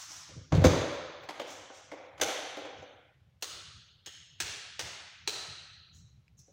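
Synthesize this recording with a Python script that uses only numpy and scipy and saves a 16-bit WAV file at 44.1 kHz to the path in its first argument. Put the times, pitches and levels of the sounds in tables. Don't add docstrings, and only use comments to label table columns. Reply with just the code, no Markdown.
import sys
import numpy as np
from scipy import signal
from scipy.fft import rfft, irfft
from scipy.io import wavfile
from scipy.ndimage import uniform_filter1d, map_coordinates

SR = 44100
rng = np.random.default_rng(int(sys.argv[2]) if len(sys.argv) > 2 else 0)


def transcribe(u):
    v = np.clip(np.atleast_2d(u).T, -1, 1)
    q = np.round(v * 32767).astype(np.int16)
    wavfile.write(sys.argv[1], SR, q)


N = 287532
LEAD = SR // 2

# pitch_hz, level_db
STEEL_CRACK = [(150, -49), (300, -27.5), (700, -0.5), (2000, -3.5), (4000, -5), (8000, -8.5), (12000, -5.5),
               (16000, -3)]
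# pitch_hz, boost_db
STEEL_ZONES = [(2280, 6), (3350, 7.5), (6100, 4.5), (7100, 4.5), (8500, 4.5), (10000, 12.5), (11100, 11),
               (12400, 10.5)]
# pitch_hz, level_db, fade_s (time to fall 60 dB)
LOCK_PANEL = [(297.3, -1.5, 0.054), (394, -5.5, 0.059), (495, 2.5, 0.044), (551, 5, 0.037),
              (643, 5.5, 0.022), (789, 0.5, 0.035), (1048, -11, 0.036), (1390, -16.5, 0.039),
              (1516, -16, 0.047)]


def amp(db):
    return 10 ** (np.asarray(db) / 20)


def unit(x):
    return x / np.sqrt(np.mean(x ** 2) + 1e-20)


def along(points, hz):
    pitches, values = np.transpose(points)
    return np.interp(np.log(hz + 1), np.log(pitches + 1), values)


def coloured(count, db_of):
    hz = np.fft.rfftfreq(count, 1 / SR)
    return unit(irfft(rfft(rng.standard_normal(count)) * amp(db_of(hz)), count))


def octaves(hz, centre_hz):
    return np.log2((hz + 20) / centre_hz)


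def bump(hz, centre_hz, width_hz):
    return np.exp(-((hz - centre_hz) / width_hz) ** 2 * 4000 / centre_hz)


def add(out, start_s, sound):
    part = out[LEAD + round(start_s * SR):][:len(sound)]
    part += sound[:len(part)]


def rumble(steady_db=-68.5, lumps_db=3, lumps_hz=22):
    # pitch_hz, level_db
    tone = [(15, -58), (25, -19.5), (63, -2), (81, 0.5), (150, -7), (365, -38.5), (458, -38.5),
            (500, -37.5), (650, -55.5), (1100, -120)]
    # middle_s, half_width_s, level_db
    swells = [(.36, 0.065, -51), (2.25, .04, -56), (2.8, 0.068, -65), (3.25, 0.078, -61.5),
              (3.75, .14, -63), (4.1, .1, -66), (4.45, .08, -53), (4.87, 0.073, -53), (5.57, 0.23, -61.5),
              (5.98, 0.069, -55.5), (6.16, 0.058, -61), (6.44, 0.12, -64)]
    t = np.arange(N) / SR
    level = amp(steady_db) + sum(amp(db) * np.exp(-((t - s) / half) ** 2) for s, half, db in swells)
    lumps = map_coordinates(rng.standard_normal(int(N * lumps_hz / SR) + 4), [t * lumps_hz])
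    return level * unit(amp(lumps_db * lumps) * coloured(N, lambda hz: along(tone, hz)))


def room(echo_db, colour=lambda hz: 0 * hz, near_db=8, near_fade_s=0.096, build_s=0.047):
    # pitch_hz, fade_s
    fades = [(80, 0.47), (250, 0.64), (550, 1.186), (1400, 1.734), (3700, 1.613), (6500, 0.96),
             (10000, 0.82), (12500, 0.6), (15000, 0.46)]
    hz, t, noise = signal.stft(rng.standard_normal(2 * SR), SR, nperseg=256)
    far = amp(-60 * t / along(fades, hz)[:, None]) * (1 - np.exp(-(t / build_s) ** 2))
    near = amp(near_db - 60 * t / near_fade_s)
    shape = unit(amp(colour(hz)))[:, None] * (far + near)
    return amp(echo_db) * signal.istft(noise * shape, SR, nperseg=256)[1]


def first_echoes():
    # delay_s, level_db
    bounces = [(.0035, -10), (.0065, -9.5), (0.0121, -9), (0.0194, -2.5), (0.029, -9.5)]
    response = np.zeros(SR // 20)
    response[0] = 1
    for delay_s, db in bounces:
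        response[round(delay_s * SR * rng.uniform(.93, 1.07))] += amp(db)
    return response


def contacts(out, events, crack, zones, panel, rise_s=.002, width_hz=250, spot_db=6.5,
             knock_gain_db=0, echo_db=-34.5, direct_db=-10, room_db=-4.5):
    t = np.arange(SR // 4) / SR
    burst = t / rise_s * np.exp(1 - t / rise_s)
    for start_s, db, knock_db, knock_tilt, crack_tilt, ringing, spot_hz in events:
        ripple_db = rng.normal(0, 2, 100)
        colour = lambda hz: (along(crack, hz) + crack_tilt * octaves(np.maximum(hz, 700), 3000)
                             + np.interp(hz, np.linspace(0, SR / 2, len(ripple_db)), ripple_db)
                             + spot_db * bump(hz, spot_hz, 2 * width_hz)
                             + ringing * sum(boost * bump(hz, at, width_hz) for at, boost in zones))
        snap = coloured(len(t), lambda hz: colour(hz) - 0.5 * octaves(hz, 3000)) * burst
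        scatter_db = rng.normal(0, 1.5, len(panel))
        ring = 0
        for k, (hz, note_db, fade_s) in enumerate(panel):
            fade = amp(note_db + scatter_db[k] + knock_tilt * octaves(hz, 300) - 60 * t / fade_s)
            ring += (-1) ** k * fade * np.sin(2 * np.pi * hz * rng.normal(1, 0.011) * t)
        knock = amp(knock_db + knock_gain_db) * ring * (1 - np.exp(-t / (.9 * rise_s)))
        add(out, start_s, amp(db + direct_db) * signal.fftconvolve(snap + knock, first_echoes()))
        add(out, start_s, amp(db + room_db) * signal.fftconvolve(knock, room(echo_db)))
        add(out, start_s + rise_s, amp(db + room_db) * np.linalg.norm(burst) * room(echo_db, colour))


def tick(out, fade_s=.004):
    # start_s, level_db, pitch_hz
    event = (6.281, -45, 2510)
    start_s, db, hz = event
    t = np.arange(200) / SR
    buzz = sum(np.sin(2 * np.pi * hz * k * t) / k for k in (1, 2, 3, 4, 6))
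    add(out, start_s, amp(db - 60 * t / fade_s) * buzz)


def scuffs(out, echo_db=-30, grit_db=3):
    # start_s, length_s, level_db, tilt_db_per_octave
    slides = [(-.05, 0.14, -48.5, -3), (0.073, 0.2, -52, -5), (0.92, 0.043, -53.5, 15),
              (1.208, 0.054, -61.5, 14.5), (1.457, 0.14, -54.5, -4.5), (1.722, 0.11, -59.5, -5.5),
              (1.82, 0.052, -65.5, -6.5), (2.768, .05, -61, -8), (5.926, 0.099, -61.5, -1.5),
              (6.37, 0.06, -60.5, -1.5)]
    # pitch_hz, level_db
    sole = [(500, -34), (1000, -16), (2500, -16), (4600, -8), (5500, 0.5), (7000, -0.5), (9000, -3),
            (12000, -1), (16000, -1)]
    for start_s, length_s, db, tilt in slides:
        count = round(length_s * SR)
        progress = np.arange(count) / count
        grit = amp(grit_db * unit(uniform_filter1d(rng.standard_normal(SR // 4), 90))[:count])
        rub = coloured(SR // 4, lambda hz: along(sole, hz) + tilt * octaves(hz, 6000))[:count]
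        slide = amp(db) * rub * grit * np.sin(np.pi * progress ** 0.63)
        add(out, start_s, slide)
        add(out, start_s, signal.fftconvolve(slide, room(echo_db)))


def footstep(out):
    landing = [(6.478, -61, 6.4, 0.0026, -2, 0.097, 2060)]
    contacts(out, landing, STEEL_CRACK, STEEL_ZONES, LOCK_PANEL)


def door(out):
    hits = [(-.25, -25.5, -24.5, -7, -2, 0.4, 4814), (0.286, -45.5, 0, 4, -2, .4, 6310),
            (0.358, -66, 26, -8.5, -3.5, 0.6, 2890), (0.5212, -20, 4, -6, -7, .1, 6465),
            (0.5484, -28.5, 5.5, -4, -1.5, .2, 4000), (.573, -34.5, 15.5, -9, -2, .1, 2504),
            (0.615, -34, 16.5, -4.5, -2, .1, 2000), (0.6402, -14, 9, -1.5, -0.5, .1, 1104),
            (0.648, -13.5, -1, 2, -1.5, 0.1, 6700), (0.671, -29, 7.5, 0, -6, 0.5, 3858)]
    # pitch_hz, level_db, fade_s
    panel = [(75, 3.5, 0.068), (96, 1, .09), (148.5, 4, 0.068), (182, -5, 0.05), (256, -2, 0.065),
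             (327.2, -5.5, .1), (393, -6.5, 0.088), (456, -2.5, 0.05), (514, -5, 0.14), (580, -3, 0.067),
             (646.8, -14.5, 0.19), (727, -16.5, 0.069), (787, -16.5, 0.086), (990, -19, 0.07),
             (1093, -23.5, 0.055), (1300, -34, .04)]
    contacts(out, hits, STEEL_CRACK, STEEL_ZONES, panel,
             rise_s=.0022, width_hz=550, knock_gain_db=-2, echo_db=-35.5)


def lock(out):
    clicks = [(1.2334, -43.5, -9.5, 6, -2.5, 0.21, 2200), (1.288, -28, -3.5, -9.5, -3, 0.38, 11300),
              (1.3958, -27.5, 2, -5, -3, 0.1, 3200), (1.5042, -34.5, -13.5, -3.5, 4.5, 0.28, 6540),
              (1.7, -53.5, 6, 6, -2.5, 0.37, 2770), (1.915, -33, 0, 1, -5, 0.2, 2300),
              (2.178, -41.5, -11.5, -9.5, -2, 0.43, 11100), (2.197, -34.5, -2.5, -1, -3, .4, 2100),
              (2.2126, -10.5, -13, 4.5, 0.5, 0.58, 6040), (2.2839, -26.5, 1, -15, 0.5, .4, 3280),
              (2.5687, -36.5, 7.5, -1.5, -3, .6, 12500), (2.6148, -53, 12, -1, -2, 0.6, 12400),
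              (2.649, -36.5, -1, 0.5, -6, 0.35, 2280), (2.82, -48.5, 11.5, -4.5, -1, .3, 6300)]
    contacts(out, clicks, STEEL_CRACK, STEEL_ZONES, LOCK_PANEL)


def switches(out):
    snaps = [(3.41, -46.5, -23.5, 0, 4, .3, 6780), (3.4237, -17, -23, 0.046, -0.46, 0.13, 4240),
             (4.0606, -29, -53, 0, -1.1, 1, 1870), (4.072, -35, -22, 0.062, -3.5, 1, 3157),
             (4.4019, -14.5, -28, 0.99, -1.4, 0.25, 2750), (4.793, -18.5, -25, 0.084, -2.5, 0.16, 2230),
             (5.2751, -14.5, -21, 0.65, -1.64, 0.22, 4020)]
    # pitch_hz, level_db
    crack = [(150, -54.5), (300, -12), (1000, -11), (1400, -7), (2500, -5.5), (4200, -2), (7000, -1),
             (9500, 1), (12000, -6.5), (15000, 2.5)]
    # pitch_hz, boost_db
    zones = [(1400, -10), (1900, 4), (2350, -1), (2850, 18.5), (3200, 12.5), (3750, 3.5), (4300, 1.5),
             (5300, 9.5), (6600, 13), (8200, 0.5), (9600, -5), (11000, -1.5)]
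    # pitch_hz, level_db, fade_s
    board = [(278, -11.5, 0.037), (353, 7, 0.026), (427, 2.5, 0.052), (535, 4.5, 0.027), (673, 12, 0.012),
             (773, 8, 0.014), (1316, 4, 0.041)]
    contacts(out, snaps, crack, zones, board,
             rise_s=0.00087, width_hz=110, spot_db=4.5, knock_gain_db=-5.5, echo_db=-30.5)


def scene():
    out = np.zeros(N + LEAD)
    door(out)
    lock(out)
    footstep(out)
    switches(out)
    scuffs(out)
    tick(out)
    return (out[LEAD:] + rumble())[None]


def record(dry, deepest_cut_db=-12, hiss_db=-80.5, top_hz=15800):
    # pitch_hz, gain_db
    microphone = [(40, -20), (90, 1), (4500, 0), (5200, -2), (6400, 1), (8000, -6.5), (10000, -15),
                  (12000, -19), (13900, -20), (14600, -14.5), (15500, -15), (15900, -18.5)]
    # pitch_hz, level_db
    threshold = [(50, -100), (200, -89), (400, -78.5), (1100, -79.5), (1400, -84.5), (3000, -85.5),
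                 (5000, -89.5), (7000, -94.5), (10000, -103), (16000, -108)]
    # pitch_hz, level_db
    hiss_tone = [(200, -13.5), (400, -3), (1200, -11.5), (3000, -11.5), (6000, -19), (8500, -26),
                 (12000, -27.5), (16000, -27)]
    hz, _, spectrum = signal.stft(dry[0], SR, nperseg=1024, noverlap=768)
    spectrum = spectrum * amp(along(microphone, hz))[:, None]
    power = uniform_filter1d(np.abs(spectrum) ** 2, size=11, axis=0)
    power = np.abs(uniform_filter1d(power, size=4, axis=1))
    above = (power / amp(2 * along(threshold, hz))[:, None]) ** 2
    gain = np.maximum(above / (above + 1), amp(deepest_cut_db))
    sound = signal.istft(spectrum * gain, SR, nperseg=1024, noverlap=768)[1][:N]
    hiss = amp(hiss_db) * coloured(N, lambda f: along(hiss_tone, f))
    treble_cut_db = np.clip((np.fft.rfftfreq(N, 1 / SR) - top_hz) / 12, 0, 90)
    return irfft(rfft(sound + hiss) * amp(-treble_cut_db), N)[None]


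dry = scene()
out = record(dry)
transcribe(out)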